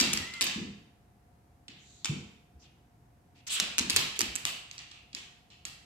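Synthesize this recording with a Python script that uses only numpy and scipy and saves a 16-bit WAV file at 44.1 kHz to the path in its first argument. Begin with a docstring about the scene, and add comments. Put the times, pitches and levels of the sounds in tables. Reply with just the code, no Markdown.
"""A large dog pounces at a silent cat, stands, then scrambles off to the right on a plank floor in a live living room.
About a metre or two from the microphones, claws click one after another: ticks, chatter and ringing wood.
Pads and knocks push the boards into low thumps, paws skid as grainy noise, one thin whine sounds early on.
Sparse, thickening reflections follow, stronger for claws farther away, over air noise and a faint fan hum."""
import sys
import numpy as np
from scipy import signal
from scipy.fft import rfft, irfft
from scipy.io import wavfile
from scipy.ndimage import uniform_filter1d

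SR = 44100
rng = np.random.default_rng(int(sys.argv[2]) if len(sys.argv) > 2 else 0)


def output_pcm(signal):
    """Save a mono or channel-first signal as 16-bit PCM at the path in sys.argv[1].

    Samples are clipped to [-1, 1] before scaling.
    """
    pcm = np.clip(np.atleast_2d(signal).T, -1, 1) * 32767
    wavfile.write(sys.argv[1], SR, np.round(pcm).astype(np.int16))


N = 257984  # length in samples

# sound straight from the claw tip to the microphones, relative to the plank: freq_hz, gain_db
CLAW_TIP_COLOUR = [(100, -3.5), (1200, 0.5), (2500, 2.5), (4500, -1), (8000, 0.5), (11000, 4),
                   (16000, -10.5)]


def claws(ring_db=-12, ring_ms=5, stray_db=-13, stray_ms=25, strays_per_s=250, spread=0.77, size=4096, count=5):
    """Each claw gives a sharp tick and a brief chatter; the plank rings and neighbouring claws graze it."""
    direct, spots = np.zeros((2, N)), np.zeros((count, N))
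    hz = bins(size)
    ms = np.arange(size) / SR * 10 ** 3
    modes_db = plank_modes(len(PAW_LANDINGS), size)
    tick = 0.5 * evened(1.0 * (ms == 0))
    for k, (step, s, db, pitch_hz, chatter_ms, room_db, snap_db) in enumerate(claw_touches()):
        # the level is the rms of a click whose energy is packed into 1 ms
        height = amp(db) * np.sqrt(SR / 10 ** 3 / size)
        # the plank radiates differently towards each ear
        grit = rng.standard_normal((3, size))
        grit = grit[0] + spread * grit[1:]
        chatter = evened(grit * np.exp(-ms / chatter_ms))
        ring = amp(ring_db) * evened(grit[:, ::-1] * np.exp(-ms / ring_ms))
        grazes = rng.random(size) < strays_per_s / SR
        strays = amp(stray_db) * evened(grit * grazes * np.exp(-ms / stray_ms))
        force = tick + chatter + ring + strays

        colour_db = contact(hz, pitch_hz, snap_db - shade(s), lift_db=6.5, octaves=0.27) + modes_db[step]
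        click = irfft(rfft(force) * causal(colour_db + read(CLAW_TIP_COLOUR, hz)))
        add(direct, s, placed(height * evened(click), s))

        echo_db = contact(hz, pitch_hz, snap_db, lift_db=3.5, octaves=0.54) + modes_db[step]
        add(spots[k % count], s, height * amp(room_db) * evened(irfft(causal(echo_db))))
    # successive claws land on different spots, each with its own reflections
    return direct, sum(room(spot) for spot in spots)


# a paw lands, claws first: start_s, claw_level_db, pitch_hz, snap_db (top octave), chatter_ms (decay),
# claws (how many touch), gap_ms (between touches)
PAW_LANDINGS = [(.001, -11.5, 5400, 1.5, 4, 2, 9.5), (0.1324, -18, 6760, 10, 2.4, 2, 4),
                (.174, -19, 6240, -7, 2.2, 1, 0), (0.338, -31.5, 4500, 0, 5.2, 1, 0),
                (0.4101, -17, 4870, 3.5, 1.3, 4, 5), (0.443, -23, 8200, 25, 0.36, 1, -3),
                (0.4672, -19.5, 5100, -14, 6.2, 1, 0), (1.682, -35.5, 3240, -12, 4.1, 1, 0),
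                (2.046, -20.5, 6700, -0.5, 2.7, 2, 10), (3.6, -13, 5600, 3.5, 3.4, 1, -2),
                (3.7827, -14.5, 6540, -0.5, 0.13, 3, 6), (3.898, -16, 4540, 8.5, 1.7, 2, 5.5),
                (3.9625, -9, 6760, 12.5, 3.5, 1, 0), (3.9682, -13.5, 4400, -23, 5.5, 1, 3),
                (4.1917, -17, 5270, 12, 0.42, 1, 0), (4.2074, -15.5, 5750, 3.5, .8, 2, 8),
                (4.3549, -22, 7500, 9.5, .6, 2, 6), (4.4527, -16, 5060, 9, 0.48, 1, 0),
                (4.464, -37, 6460, 26, 0.44, 2, 9), (4.7129, -33.5, 5500, 5, 0.44, 1, -9.5),
                (4.7806, -34.5, 5050, -7.5, 1.4, 2, 10), (4.9136, -42, 4250, -8, 1.4, 2, 3.5),
                (5.1305, -40, 4580, -18.5, 2, 1, -3.5), (5.1493, -26.5, 4900, 2, 0.35, 1, -5.5),
                (5.503, -48, 4040, -16.5, 9, 1, 1), (5.6523, -27, 5600, 8, 2.7, 1, -14)]
# a claw's room send at 1 m; dragging, low-pitched contacts stir the room more
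CLAW_ROOM_DB, CLAW_ROOM_DB_PER_MS = -6, 0.76
CLAW_ROOM_HZ, CLAW_ROOM_DB_PER_OCTAVE = 5600, -5.5
ROLL_DB = -1  # level of a paw's last claw relative to its first


def claw_touches():
    """The claws of a paw touch one after another: step, s, dB, pitch Hz, chatter ms, room send dB, snap dB."""
    for step, (s, db, pitch_hz, snap_db, chatter_ms, count, gap_ms) in enumerate(PAW_LANDINGS):
        _, metres = whereabouts(s)
        room_db = CLAW_ROOM_DB + 20 * np.log10(metres) + CLAW_ROOM_DB_PER_MS * chatter_ms
        room_db += CLAW_ROOM_DB_PER_OCTAVE * np.log2(pitch_hz / CLAW_ROOM_HZ)
        roll_db = np.linspace(0, ROLL_DB, round(count))
        for k, extra_db in enumerate(roll_db - roll_db.mean()):
            touch_s = s + k * gap_ms / 10 ** 3
            yield step, touch_s, db + extra_db, pitch_hz, chatter_ms, room_db, snap_db


# what a claw on a plank radiates: freq_hz, gain_db
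PLANK_COLOUR = [(100, -22), (400, -15), (700, -15), (1150, -7), (1600, -6), (2600, 1), (4800, 2),
                (5600, -2), (7900, -1), (9300, -12), (12500, -15.5), (16000, -29)]


def contact(hz, centre_hz, snap_db, lift_db, octaves, snap_hz=9200):
    """The plank's spectrum in dB, lifted around the contact's pitch; a sharp tip adds top, a dull one loses it."""
    top = 1 - 1 / (1 + (hz / snap_hz) ** 10)
    return read(PLANK_COLOUR, hz) + lift_db * lifted(hz, centre_hz, octaves) + snap_db * top


def plank_modes(steps, size, depth_db=2.1, width_hz=130):
    """Every step lands on another plank, with its own peaks and dips: dB per step and frequency."""
    width_bins = round(width_hz * size / SR)
    bumps = rng.standard_normal((steps, size // 2 + 1))
    smooth = uniform_filter1d(uniform_filter1d(bumps, width_bins), width_bins)
    return depth_db * evened(smooth)


# the dog's place seen from the microphones: start_s, bearing (-1 left to 1 right), distance_m
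DOG_PATH = [(0, -0.33, 1.46), (.45, -0.26, 1.23), (1.7, 0.48, 0.75), (2.05, -0.17, 1.39), (3.6, 0.029, 1.2),
            (4.25, 0.95, 1.06), (4.5, 0.93, 1.86), (5.7, 1, 1.64)]


def whereabouts(s):
    """The dog's bearing and distance at time s, moving evenly between the listed places, never under 0.5 m."""
    times, bearing, metres = np.transpose(DOG_PATH)
    return np.interp(s, times, bearing), max(np.interp(s, times, metres), 0.5)


SHADE_DB_PER_M, SHADE_FROM_M = 20, 1.3


def shade(s):
    """Top-octave loss in dB: farther off, the dog's own body hides its claws from the microphones."""
    _, metres = whereabouts(s)
    return SHADE_DB_PER_M * max(metres - SHADE_FROM_M, 0)


PAN_DB, LAG_MS = 3.5, 0.27  # at full right, the left side is this much weaker and later


def placed(pair, s):
    """Gives a sound the level difference and delay of the dog's bearing: the far side is weaker and later."""
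    bearing, _ = whereabouts(s)
    pan_db, lag_ms = -PAN_DB * bearing, LAG_MS * bearing
    delay_s = np.maximum([[lag_ms], [-lag_ms]], 0) / 10 ** 3
    size = pair.shape[1]
    delayed = irfft(rfft(pair) * np.exp(-2j * np.pi * bins(size) * delay_s), size)
    return delayed * amp([[pan_db / 2], [-pan_db / 2]])


# how the floor under a pad booms into the room: freq_hz, gain_db
FLOOR_BOOM = [(30, -18.5), (70, -4.5), (130, -5), (200, 6), (320, -4), (450, -7), (650, -32.5),
              (1500, -45.5), (16000, -95)]
SWELL_CYCLES = 0.95  # a thump's envelope peaks after this many cycles of the board
# room send at the reference pitch; higher thumps carry better into the room
PAD_ROOM_DB, PAD_ROOM_HZ, PAD_ROOM_DB_PER_OCTAVE = -5, 220, 6.5


def pads(lift_db=6, octaves=0.68, size=8192):
    """A soft pad pushes the boards into a few low cycles; the whole floor booms into the room."""
    direct, send = np.zeros(N), np.zeros(N)
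    t = np.arange(size) / SR
    for s, db, board_hz in board_pushes():
        u = t * board_hz / SWELL_CYCLES
        swell = u * np.exp(1 - u)
        thump = amp(db) * swell * np.sin(2 * np.pi * board_hz * t)
        add(direct, s, thump)

        room_db = PAD_ROOM_DB + PAD_ROOM_DB_PER_OCTAVE * np.log2(board_hz / PAD_ROOM_HZ)
        boom_db = read(FLOOR_BOOM, bins(size)) + lift_db * lifted(bins(size), board_hz, octaves)
        boom = irfft(causal(boom_db))
        add(send, s, amp(room_db) * thump.std() * evened(boom))
    # boards radiate little of the deepest push
    direct = signal.sosfilt(signal.butter(2, 45, "high", fs=SR, output="sos"), direct)
    return direct + room(send, gap_s=0.0047, build_s=0.0047)


# a pad comes down with the dog's weight on it: start_s, level_db (of the swell's peak), board_pitch_hz
PAD_FALLS = [(.012, -24.5, 255), (.067, -34.5, 227), (.138, -30.5, 214), (.199, -40, 82.5),
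             (.413, -43.5, 407), (.559, -30, 206), (.583, -33, 255), (.613, -30.5, 185.8),
             (1.691, -49, 241.7), (2.094, -24, 145), (2.122, -34, 160), (2.548, -49, 68), (3.52, -56, 200),
             (3.621, -38.5, 194), (3.801, -43, 75), (3.806, -30.5, 243), (3.903, -38.5, 220),
             (3.936, -39.5, 92), (3.964, -35, 440), (3.984, -43, 131.5), (4.192, -35.5, 398),
             (4.205, -48, 86.4), (4.228, -40, 220), (4.274, -46, 60), (4.438, -44, 129), (5.14, -51.5, 240)]
KNOCK_S, KNOCK_DB, KNOCK_HZ = 0.003, -34, 287  # delay after the first claw, level relative to it, pitch


def board_pushes():
    """The heavy pad falls, then a light knock under every step, harder the more claws touch: s, dB, pitch Hz."""
    yield from PAD_FALLS
    for s, db, *_, count, _ in PAW_LANDINGS:
        yield s + KNOCK_S, db + KNOCK_DB + 20 * np.log10(round(count)), KNOCK_HZ


# a paw slides over the planks: start_s, end_s, level_db (rms), centre_hz, centre_lift_db
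PAW_SLIDES = [(1.696, 1.823, -64, 3400, 21), (1.692, 1.866, -73, 2040, 23.5),
              (1.754, 2.072, -65, 7040, 19.5), (1.824, 2.072, -68, 4000, 29),
              (2.589, 2.652, -65.5, 5900, 17), (2.615, 2.676, -64, 3100, 6), (3.343, 3.422, -66.5, 2400, 6),
              (3.465, 3.492, -40, 6600, 8.5), (3.489, 3.58, -36, 8300, 13), (3.478, 3.603, -37, 3200, 12),
              (3.555, 3.613, -43, 1420, 13.5), (4.152, 4.181, -43.5, 3010, 9),
              (4.898, 5.012, -63, 2600, 21.5)]
SKID_GROWTH_DB, SKID_ROOM_DB = 2.5, -4  # rise over one stroke; room send
SKID_BRIGHT_DB, SKID_SNAP_PER_DB = -46.5, 0.97  # strokes louder than this gain top, softer ones lose it


def skids(grain_db=1.7, edge=0.45, soft_hz=7000):
    """Claws and fur drag in tiny uneven slips, brightest in mid-stroke where the paw is fastest."""
    direct, send = np.zeros((2, N)), np.zeros(N)
    for start, end, db, centre_hz, lift_db in PAW_SLIDES:
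        size = max(round((end - start) * SR), 64)
        hz = bins(size)
        snap_db = SKID_SNAP_PER_DB * (db - SKID_BRIGHT_DB)
        slips = rng.standard_normal((3, size)) * amp(grain_db * rng.exponential(1, size))
        fast = rfft(slips) * amp(contact(hz, centre_hz, snap_db, lift_db, octaves=0.3))
        slow = fast / (1 + (hz / soft_hz) ** 6)
        speed = signal.windows.hann(size)
        hiss = speed * irfft(fast, size) + (1 - speed) * irfft(slow, size)
        stroke = amp(np.linspace(0, SKID_GROWTH_DB, size)) * signal.windows.tukey(size, edge)
        hiss = amp(db) * evened(hiss * stroke)
        add(direct, start, placed(hiss[:2], start))
        add(send, start, amp(SKID_ROOM_DB) * hiss[2])
    return direct, room(send)


# the partials that sound, with no fundamental among them: multiple, level_db (relative)
WHINE_PARTIALS = [(2, -24.5), (3, -14), (4, -32.5)]
# course of the whine: start_s, pitch_hz (of the absent fundamental), level_db (before the trim in the scene)
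WHINE_COURSE = [(.15, 665, -55), (.2, 665, -48), (.23, 618, -46), (.275, 680, -47), (.32, 678, -51),
                (.355, 697, -43), (.39, 682, -45), (.43, 675, -44)]


def whine(jitter=0.006):
    """A thin, slightly unsteady tone of three harmonics, whose third partial stands out."""
    s, hz, db = np.transpose(WHINE_COURSE)
    t, out = np.arange(s[0], s[-1], 1 / SR), np.zeros(N)
    waver = 1 + jitter * evened(uniform_filter1d(rng.standard_normal(len(t)), 200))
    turns = np.cumsum(np.interp(t, s, hz) * waver) / SR
    tone = sum(amp(level) * np.sin(2 * np.pi * round(k) * turns) for k, level in WHINE_PARTIALS)
    level = amp(np.interp(t, s, db)) * signal.windows.tukey(len(t), 0.1)
    add(out, s[0], evened(tone) * level)
    return out


# colour of the living room's reflections: freq_hz, gain_db
ROOM_COLOUR = [(100, 8.5), (300, 3.5), (700, 7), (1500, 1), (2700, 4), (4500, -4), (6000, -4.5), (8000, -6),
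               (10000, -6), (16000, -2.5)]
# time the reflections take to fall by 60 dB: freq_hz, decay_s
ROOM_DECAY = [(100, 0.59), (250, 0.46), (700, 0.77), (1800, 0.72), (4500, 0.62), (8000, 0.55),
              (13000, 0.35)]


def room(x, gap_s=0.001, build_s=0.008, first_taps_per_s=900, thicken_s=0.025, size=40960):
    """Reflections start sparse, thicken, and die at each band's own speed."""
    t = np.arange(size) / SR
    density = np.minimum(first_taps_per_s * (1 + (t / thicken_s) ** 2) / SR, 1)
    hits = rng.random((2, size)) < density
    taps = rng.choice([-1.0, 1.0], (2, size)) * hits / np.sqrt(density)
    hz, times, bands = signal.stft(irfft(diffuse(taps)), SR, nperseg=256)
    decay = amp(-60 * times / read(ROOM_DECAY, hz)[:, None])
    tail = signal.istft(bands * decay, SR, nperseg=256)[1][:, :size]
    tail *= 1 - np.exp(-np.maximum(t - gap_s, 0) / build_s)
    unit_energy = evened(tail) / np.sqrt(size)
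    tail = irfft(rfft(unit_energy) * causal(read(ROOM_COLOUR, bins(size))))
    return signal.fftconvolve(x[None], tail, axes=1)[:, :N]


# how alike diffuse sound is at the two microphones: freq_hz, correlation (left to right)
MICROPHONE_LIKENESS = [(50, 0.95), (340, 0.9), (560, 0.18), (1000, 0.02), (2000, 0.075), (16000, 0.08)]


def diffuse(pair):
    """Spectra of two unrelated signals, made alike in the bass as at two close microphones."""
    a, b = rfft(pair)
    turn = np.arccos(np.clip(read(MICROPHONE_LIKENESS, bins(pair.shape[1])), -1, 1)) / 2
    return np.array([a * np.cos(turn) + b * np.sin(turn), a * np.cos(turn) - b * np.sin(turn)])


# spectrum of the room's air noise, shape only: freq_hz, density_db (per Hz, relative)
AIR_COLOUR = [(15, -63), (25, -29.5), (53, -1), (130, -3.5), (326, -12.5), (354, -16), (476, -16.5),
              (659, -20.5), (714, -16), (775, -16.5), (1160, -24), (1790, -26.5), (3340, -35), (13200, -38),
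              (16000, -49.5)]
AIR_DB = -62.5  # rms level of the air noise
# duct resonances: centre_hz, width_hz (at half amplitude), level_db (rms)
DUCT_RESONANCES = [(727, 35, -79.5), (119, 25, -73.5)]


def ventilation(fan_hz=705, fan_db=-77, waver_hz=2.5):
    """Low air noise, two duct resonances, and the faint, slightly wavering tone of a fan."""
    hz = bins(N)
    hiss = diffuse(rng.standard_normal((2, N))) * amp(read(AIR_COLOUR, hz))
    air = amp(AIR_DB) * evened(irfft(hiss, N))
    drive = diffuse(rng.standard_normal((2, N)))
    duct = 0
    for centre_hz, width_hz, db in DUCT_RESONANCES:
        resonance = drive / (1 + ((hz - centre_hz) / width_hz * 2) ** 2)
        duct = duct + amp(db) * evened(irfft(resonance, N))
    speed_hz = fan_hz + waver_hz * evened(uniform_filter1d(rng.standard_normal(N), size=3000))
    fan = amp(fan_db) * evened(np.sin(2 * np.pi * np.cumsum(speed_hz) / SR))
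    return air + duct + fan


def amp(db):
    """Decibels to amplitude."""
    return 10 ** (np.asarray(db) / 20)


def evened(x):
    """Scales to rms 1."""
    return x / np.sqrt(np.mean(x ** 2) + 1e-30)


def read(points, hz):
    """Reads a table on a log-frequency axis."""
    f, value = np.transpose(points)
    return np.interp(np.log(hz + 1), np.log(f + 1), value)


def bins(size):
    """Frequencies in Hz of a spectrum of that many samples."""
    return np.fft.rfftfreq(size, 1 / SR)


def lifted(hz, centre_hz, octaves):
    """A bell of height 1 around a pitch."""
    return np.exp(-0.5 * (np.log2((hz + 1) / centre_hz) / octaves) ** 2)


def causal(db):
    """The minimum-phase response with this gain curve: its energy comes as early as possible."""
    log_gain = irfft(np.log(amp(db)))
    fold = 1 + np.sign(len(log_gain) / 2 - np.arange(len(log_gain)))
    fold[0] = 1
    return np.exp(rfft(log_gain * fold))


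def add(mix, s, sound):
    """Mixes a sound in at time s, cut off at the end of the mix."""
    part = mix[..., max(round(s * SR), 0):][..., :sound.shape[-1]]
    part += sound[..., :part.shape[-1]]


def scene(whine_db=-2, whine_room_db=-7, echo_pan_db=-1):
    """Direct sounds, their echo in the room, and the steady background."""
    clicks, click_echo = claws()
    slides, slide_echo = skids()
    voice = amp(whine_db) * whine()
    echo = click_echo + slide_echo + amp(whine_room_db) * room(voice)
    echo = echo * amp([[echo_pan_db / 2], [-echo_pan_db / 2]])
    return clicks + slides + pads() + voice + echo + ventilation()


EDGE_HZ = 16250


def record(dry):
    """The recorder's band limit: a steep low-pass."""
    low_pass = signal.firwin(401, EDGE_HZ, window=("kaiser", 9), fs=SR)
    return signal.oaconvolve(dry, low_pass[None], "same")


dry = scene()
out = record(dry)
output_pcm(out)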